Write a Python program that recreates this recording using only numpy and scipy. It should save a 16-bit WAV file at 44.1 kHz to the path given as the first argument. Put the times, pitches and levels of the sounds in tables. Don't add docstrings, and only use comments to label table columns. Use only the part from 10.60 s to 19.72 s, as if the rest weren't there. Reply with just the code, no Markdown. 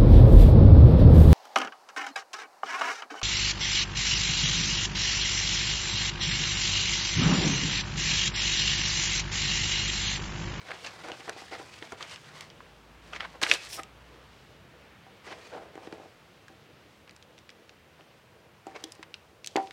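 import sys
import numpy as np
from scipy import signal
from scipy.fft import rfft, irfft
from scipy.io import wavfile
from scipy.ndimage import uniform_filter1d

SR = 44100
rng = np.random.default_rng(int(sys.argv[2]) if len(sys.argv) > 2 else 0)


def to_wav(sig):
    pcm = np.clip(np.atleast_2d(sig), -1, 1) * 32767
    pcm = np.round(pcm).astype(np.int16)
    wavfile.write(sys.argv[1], SR, pcm.T)


N = 402191


def undb(db):
    return 10 ** (np.asarray(db) / 20)


def unit(x):
    return x / np.sqrt(np.mean(x ** 2))


def peak(x):
    return x / np.abs(x).max()


def fall(t, t60):
    return np.exp(-np.log(1000) * t / t60) * np.minimum(t / 0.0011, 1) ** 2


def band(x, lo_hz, hi_hz, order=2):
    return signal.sosfilt(signal.butter(order, [lo_hz, min(hi_hz, .45 * SR)], "band", fs=SR, output="sos"), x)


def walk(rate):
    hold = int(SR / rate)
    steps = np.repeat(rng.standard_normal(N // hold + 1), hold)
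    return unit(uniform_filter1d(uniform_filter1d(steps, hold), hold)[:N])


def curve(rows):
    s, *columns = np.transpose(rows)
    return [np.interp(np.arange(N) / SR, s, c) for c in columns]


FILM_FROM_S = 6.2
# (time [s], peak level of the ring [dB], note of the ring [Hz],
# crack level against the ring [dB])
CREASES = [(0.086, -38, 1510, -23), (0.1062, -24, 1710, -28), (0.115, -24.5, 1510, -25),
           (0.247, -29, 3130, -30), (0.27, -26, 2620, -33), (0.442, -41, 1500, -20), (0.485, -34, 1300, -4),
           (0.517, -26, 2950, -28), (0.6047, -35, 1900, -25), (0.679, -29.5, 1200, -27),
           (0.694, -23.5, 1330, -2), (0.951, -29, 1220, -28), (0.998, -40, 1250, -21),
           (1.1395, -38.5, 2530, -20), (1.1876, -39, 3150, -20), (1.2243, -29.5, 1940, -28),
           (1.321, -29, 1360, -4), (1.4074, -30.5, 1180, -25), (1.426, -24, 3230, -30),
           (1.496, -33.5, 3300, -20), (1.5218, -37, 2200, -22), (1.559, -32, 3060, -22),
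           (1.8077, -30.5, 1970, -0.5), (1.9007, -35.5, 3000, -27), (2.0042, -33, 1050, -35),
           (2.533, -27.5, 1670, -29), (2.5607, -25.5, 1980, -34), (2.605, -19.5, 1830, -36),
           (2.6548, -48, 2330, -33), (2.815, -25, 2240, -4.5), (2.8296, -17.5, 2430, 1),
           (2.834, -7.5, 2360, -29), (2.8642, -18.5, 1550, -46), (2.8973, -18.5, 3370, -17),
           (2.9132, -1.5, 2586, -35.5), (2.937, -21, 3510, 1), (2.947, -27, 2720, -22),
           (3.1967, -26, 1170, -26), (3.2327, -32.5, 2670, -1), (4.6745, -49, 5500, -8),
           (5.154, -38.5, 2090, -10), (5.177, -40, 1670, -30), (5.2706, -41.5, 1860, -26),
           (5.3245, -33.5, 2360, -8.5), (5.8813, -40, 1640, -6.5), (6.476, -40.5, 1770, -18),
           (6.4937, -36.5, 2570, -27), (6.5088, -40, 2520, -4), (6.563, -43, 2660, 2.5),
           (6.625, -39, 3230, -21), (6.779, -37, 2800, -19), (6.787, -42.5, 3380, -13),
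           (6.8916, -35, 2460, -21.5), (6.902, -38, 3280, -13), (7.093, -35, 2510, -35.5),
           (7.408, -42.5, 1820, -20), (8.0673, -40.5, 1570, -1.5), (8.2391, -23, 3300, -3),
           (8.283, -57, 7000, -4), (8.32, -30.5, 5240, -11), (8.351, -47, 5500, -4),
           (8.4278, -31, 1620, -7), (8.432, -34, 2620, -32), (8.541, -25, 2770, -24),
           (8.844, -32, 2720, -3), (8.861, -38, 5900, 9), (8.8722, -21, 3840, -5), (8.958, -19, 1720, -28),
           (8.963, -19, 2020, -4), (9.071, -36.5, 2430, -28), (9.108, -31.5, 2290, -12)]


def snaps():
    out, t = np.zeros(N + SR), np.arange(SR // 10) / SR
    for s, db, hz, crack_db in CREASES + small_ticks():
        crack_noise, ring_noise = rng.standard_normal((2, len(t)))
        width, note_gain = (1.8, 2.13) if s < FILM_FROM_S else (1.9, 1.2)
        crack = band(crack_noise * fall(t, 0.0092), 3040, 7500)
        ring = ring_noise * (fall(t, 0.0046) + 0.085 * fall(t, 0.037))
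        ring = band(ring, hz / width, hz * width, order=3)
        ring = ring + note_gain * band(ring, hz / 1.037, hz * 1.037, order=1)
        i = int(s * SR)
        out[i:i + len(t)] += undb(db) * (peak(ring) + undb(crack_db) * peak(crack))
    return out[:N]


SHEEN_PER_DB = -0.9348
# (time [s], length [s],
# level before the touch shape [dB], box against sheet [dB],
# firmest point [share of length, 0-1], note of the sheet [Hz])
STROKES = [(0.084, 0.071, -43, -1.5, 0.35, 1840), (0.242, 0.021, -41.5, -3, 0.4, 2780),
           (0.261, 0.035, -38, -8, 0.1, 2370), (0.435, 0.065, -44.5, 1, 0.22, 2050),
           (0.477, 0.059, -43, 1, 0.5, 1500), (0.68, 0.031, -43, 5.5, 0.56, 1550),
           (0.758, 0.64, -55, -11, 0, 2000), (0.911, 0.055, -42.5, -0.5, 0.7, 2020),
           (0.995, 0.032, -48, 0, 0.1, 1490), (1.224, 0.024, -50, 3.5, 0, 1880),
           (1.32, 0.019, -43, 4.5, 0, 1300), (1.397, 0.087, -45.5, -6.5, 0.34, 2250),
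           (1.468, 0.091, -46.5, -13, 0.84, 3000), (1.805, 0.056, -50.5, -11, 0, 2120),
           (2.524, 0.019, -41, -9, 0.43, 2000), (2.545, 0.034, -40, -8, 0.6, 2300),
           (2.598, 0.02, -36.5, -12.5, 0.84, 1970), (2.62, 0.04, -38.5, -22, 0.82, 1570),
           (2.739, 0.029, -47.5, -5, 0.45, 1080), (2.815, 0.055, -30.5, -7, 0.28, 1720),
           (2.884, 0.072, -32.5, -4.5, 0.88, 2890), (3.088, 0.1, -41, -14, 0.65, 5400),
           (3.175, 0.025, -41.5, -2, 0.98, 1270), (4.665, 0.079, -43, 0.5, 0.62, 2050),
           (4.916, 0.091, -48, 5.5, 0.33, 1480), (7.39, 0.027, -63, 9, 0.53, 1830),
           (8.146, 0.026, -44, 0.5, 0.67, 2200)]


def scuffs():
    out, t = np.zeros(N + SR), np.arange(SR // 4) / SR

    def slips():
        hits = (rng.random(len(t)) < 4000 / SR) * rng.standard_normal(len(t))
        return hits * undb(1.7 * rng.exponential(size=len(t)))

    for s, length, db, box_db, firmest, note_hz in STROKES + light_touches():
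        sheen_db = move(s + length / 2)[-2] + SHEEN_PER_DB * (db + 52.0)
        sheen_db = sheen_db + TOUCH_SPREAD_DB * rng.standard_normal()
        push = slips()
        hollow = unit(box(push, damp=0.061, near_hz=550.))
        hollow = unit(hollow + 2.1 * unit(band(push, 290, 750)))

        rub = 0
        for f in note_hz * 2 ** np.arange(-1.3, 1.3, .5):
            part_db = rng.standard_normal() - 2.5 * max(np.log2(f / note_hz), 0)
            rub = rub + undb(part_db) * unit(band(slips(), f / 1.25, f * 1.25))

        def patch(f):
            return unit(band(rub, f / 1.04, f * 1.04, order=1))

        patches = patch(note_hz)
        for f in note_hz * 2 ** rng.uniform(-1, 0.88, size=2):
            patches = patches + patch(f) / 2
        sheen = unit(band(slips(), 2800, 5400) + 0.47 * band(slips(), 4150, 8700))
        sheet = unit(unit(rub) + 0.58 * unit(patches)) + undb(sheen_db) * sheen

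        top = np.clip(firmest, .05, .95) * length
        build = np.minimum(t / top, 1) ** 0.32
        slide = np.maximum(t - top, 0) / (0.87 * (length - top) + 0.0026)
        touch = build * np.exp(-slide ** 1.35)
        i = int(s * SR)
        out[i:i + len(t)] += undb(db) * touch * (sheet + undb(box_db) * hollow)
    return out[:N] * undb(2 * walk(90))


# (start [s], end [s], soft rustle level before the touch shape [dB],
# sheet colour [Hz], box against sheet [dB], sheen at a -52 dB stroke [dB], box freedom to ring [0-1])
HAND_MOVES = [(0, 0.898, -54.5, 2080, -4.5, -7, 0.6), (0.898, 1.37, -56.5, 1910, -11, -8, 0.6),
              (1.368, 1.844, -57, 2240, -7.5, -7.5, 0.5), (2.415, 2.779, -60, 1590, -1.5, -10.5, 0.5),
              (2.813, 2.953, -68, 2040, 6, 11.5, 0.3), (2.949, 3.099, -50.5, 2830, -23, 5, 0.1),
              (4.637, 4.924, -57.5, 2300, -3, -10, 0.6), (4.917, 5.075, -70.5, 1560, 20.5, -16, 0.5),
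              (5.129, 5.468, -63.5, 1900, 10.5, -15, 0.3), (8.053, 8.423, -61.5, 1710, 0, -16, 0.73),
              (8.835, 9.123, -77.5, 2370, 15, -9, 0.72)]


def move(s):
    return HAND_MOVES[min(np.searchsorted(np.array(HAND_MOVES)[:, 1], s), len(HAND_MOVES) - 1)]


TOUCH_S, TOUCH_SPREAD_DB = 0.09, 2.2


def light_touches():
    rows = []
    for start, end, db, hz, box_db, *_ in HAND_MOVES:
        count = max(round((end - start) / TOUCH_S), 1)
        step = (end - start) / (count + .5)
        for k, (luck, bend) in enumerate(rng.standard_normal((count, 2))):
            touch_db, note_hz = db + TOUCH_SPREAD_DB * luck, hz * 2 ** (0.31 * bend)
            rows.append((start + k * step, 1.68 * step, touch_db, box_db, .4, note_hz))
    return rows


TICKS_PER_S, TICK_CRACK_DB = 14, -20
TICK_DB, TICK_SPREAD_DB = 11, 2


def small_ticks():
    rows = []
    for start, end, db, hz, *_ in HAND_MOVES:
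        count = round(TICKS_PER_S * (end - start))
        for when, size, pitch in rng.random((count, 3)):
            tick_db = db + TICK_DB - TICK_SPREAD_DB * np.log(1 - size)
            rows.append((start + when * (end - start), tick_db, hz * 2 ** (1.2 * pitch - 1), TICK_CRACK_DB))
    return rows


# (time [s], peak level [dB], favoured note of the box [Hz])
BOX_KNOCKS = [(0.453, -40, 423), (0.517, -33, 473), (0.598, -39, 600), (0.676, -35, 764),
              (0.764, -34.5, 767), (0.82, -33.5, 725), (0.922, -34.5, 412), (0.998, -35.5, 503),
              (1.222, -38, 430), (1.32, -42, 738), (2.831, -30, 230.6), (3.195, -32.5, 617),
              (4.466, -40.5, 845), (5.155, -36.5, 404), (5.177, -31, 571), (5.273, -32, 375),
              (5.327, -32.5, 293), (5.381, -37, 694), (5.399, -35.5, 573), (5.457, -41.5, 523),
              (5.9, -46, 423), (7.41, -51, 405), (8.068, -28, 610), (8.142, -45, 393), (8.24, -36, 308),
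              (8.393, -40, 306.4), (8.957, -13.5, 550), (8.972, -13.5, 780), (8.999, -23.5, 696)]


def knocks():
    out, t = np.zeros(N + SR), np.arange(SR // 4) / SR
    for s, db, hz in BOX_KNOCKS:
        free = move(s)[-1]
        rattle = rng.standard_normal(len(t)) * fall(t, 0.12 * free)
        blow = np.exp(-(t / 0.00018 - 2) ** 2) + 0.12 * rattle
        thud = band(rng.standard_normal(len(t)) * fall(t, 0.07 * free + 0.005), 220, 1650)
        ring = band(box(blow, max(free, .1), hz), min(270, hz / 1.5), 1500)
        i = int(s * SR)
        out[i:i + len(t)] += undb(db) * peak(peak(ring) + 0.2 * peak(thud))
    return out[:N]


# (note before slight detuning [Hz], level before luck and touched spot [dB],
# time to fade by 60 dB when left free [s])
BOX_NOTES = [(188, -13, 0.26), (323, -4, 0.2), (393, 0, 0.11), (463, -10, 0.1), (538, -12, 0.12),
             (604, -13, 0.1), (716, -5, 0.1), (776, -1, 0.2), (867, -7, 0.12), (969, -11, 0.16),
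             (1136, -9, 0.12)]


def box(push, damp, near_hz):
    out = 0
    for (hz, db, t60), (level_luck, pitch_luck) in zip(BOX_NOTES, rng.standard_normal((len(BOX_NOTES), 2))):
        r = np.exp(-np.log(1000) / (damp * t60 * SR))
        w = 2 * np.pi * hz * (1 + 0.0024 * pitch_luck) / SR
        gain = undb(db + 2 * level_luck - 9 * abs(np.log2(hz / near_hz)))
        out = out + gain * np.sin(w) * signal.lfilter([1], [1, -2 * r * np.cos(w), r * r], push)
    return out


def fidget():
    def touches():
        return rng.standard_normal(N) * undb(3 * walk(25))

    card = unit(band(touches(), 311, 610))
    film = unit(band(touches(), 3500, 5800))
    return undb(-63.5) * card + undb(-77.5) * film


# (time [s], firing pitch [Hz], level before wavering [dB],
# level at three times the pitch before wavering [dB])
FAR_ENGINE = [(1.2, 46.75, -83, -57), (1.7, 49, -66, -65), (2.1, 53, -53, -66.5), (2.55, 56.2, -49, -64),
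              (2.95, 58.6, -59, -69), (3.45, 59.7, -49.5, -78), (3.9, 59.9, -58, -97), (4.4, 65, -67, -71),
              (5.2, 64.8, -100, -62)]


def engine():
    hz, db, third_db = curve(FAR_ENGINE)
    phase, t = 2 * np.pi * np.cumsum(hz) / SR, np.arange(N) / SR
    heard = np.clip(np.minimum(t - FAR_ENGINE[0][0], FAR_ENGINE[-1][0] - t) / 0.42, 0, 1)
    low = undb(db + 0.5 * walk(22.0)) * np.sin(phase)
    third = undb(third_db + 4.9 * walk(4.43)) * np.sin(3 * phase)
    return heard * np.sqrt(2) * (low + third)


# (pitch [Hz], relative level per Hz [dB])
ROOM_TONE = [(24, -53), (40, -6.5), (64, -1.5), (178, -5.5), (214, -8.5), (377, -14), (1070, -13.5),
             (1280, -14), (2900, -17.5), (9000, -37.5), (11700, -46.5), (19800, -120)]
# (time [s], level [dB])
ROOM_LEVEL = [(0, -58), (3.5, -57.5), (6, -60.5), (9.12, -62.5)]


def room():
    hz = np.maximum(np.arange(N // 2 + 1) * SR / N, 1)
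    tone_hz, tone_db = np.transpose(ROOM_TONE)
    noise = rfft(rng.standard_normal(N)) * undb(np.interp(np.log(hz), np.log(tone_hz), tone_db))
    scale = np.std(irfft(noise * (hz > 300) * (hz < 3000), N))
    out = 0
    for octave in range(4, 15):
        share = np.clip(1 - np.abs(np.log2(hz) - octave), 0, 1)
        out = out + undb(1.1 * walk(7)) * irfft(noise * share, N)
    return out / scale * undb(curve(ROOM_LEVEL)[0])


ECHO_DB, ECHO_T60_S = -19.5, 0.34


def scene():
    hands = snaps() + knocks() + scuffs() + fidget()
    t = np.arange(SR // 2) / SR
    echo = band(rng.standard_normal(len(t)), 130, 2300, order=1)
    echo = echo * np.exp(-np.log(1000) * t / ECHO_T60_S) * (t > .004)
    echo = echo / np.sqrt(np.sum(echo ** 2))
    echoed = signal.fftconvolve(hands, echo)[:N]
    return (hands + undb(ECHO_DB) * echoed + engine() + room())[None]


HISS_DB, BASS_CUT_HZ, TOP_HZ = -73.5, 78.3, 15900


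def record(dry):
    wet = dry + undb(HISS_DB) * rng.standard_normal(dry.shape)
    wet = signal.sosfilt(signal.butter(3, BASS_CUT_HZ, "high", fs=SR, output="sos"), wet)
    return signal.sosfilt(signal.ellip(10, .2, 60, TOP_HZ, fs=SR, output="sos"), wet)


dry = scene()
out = record(dry)
to_wav(out)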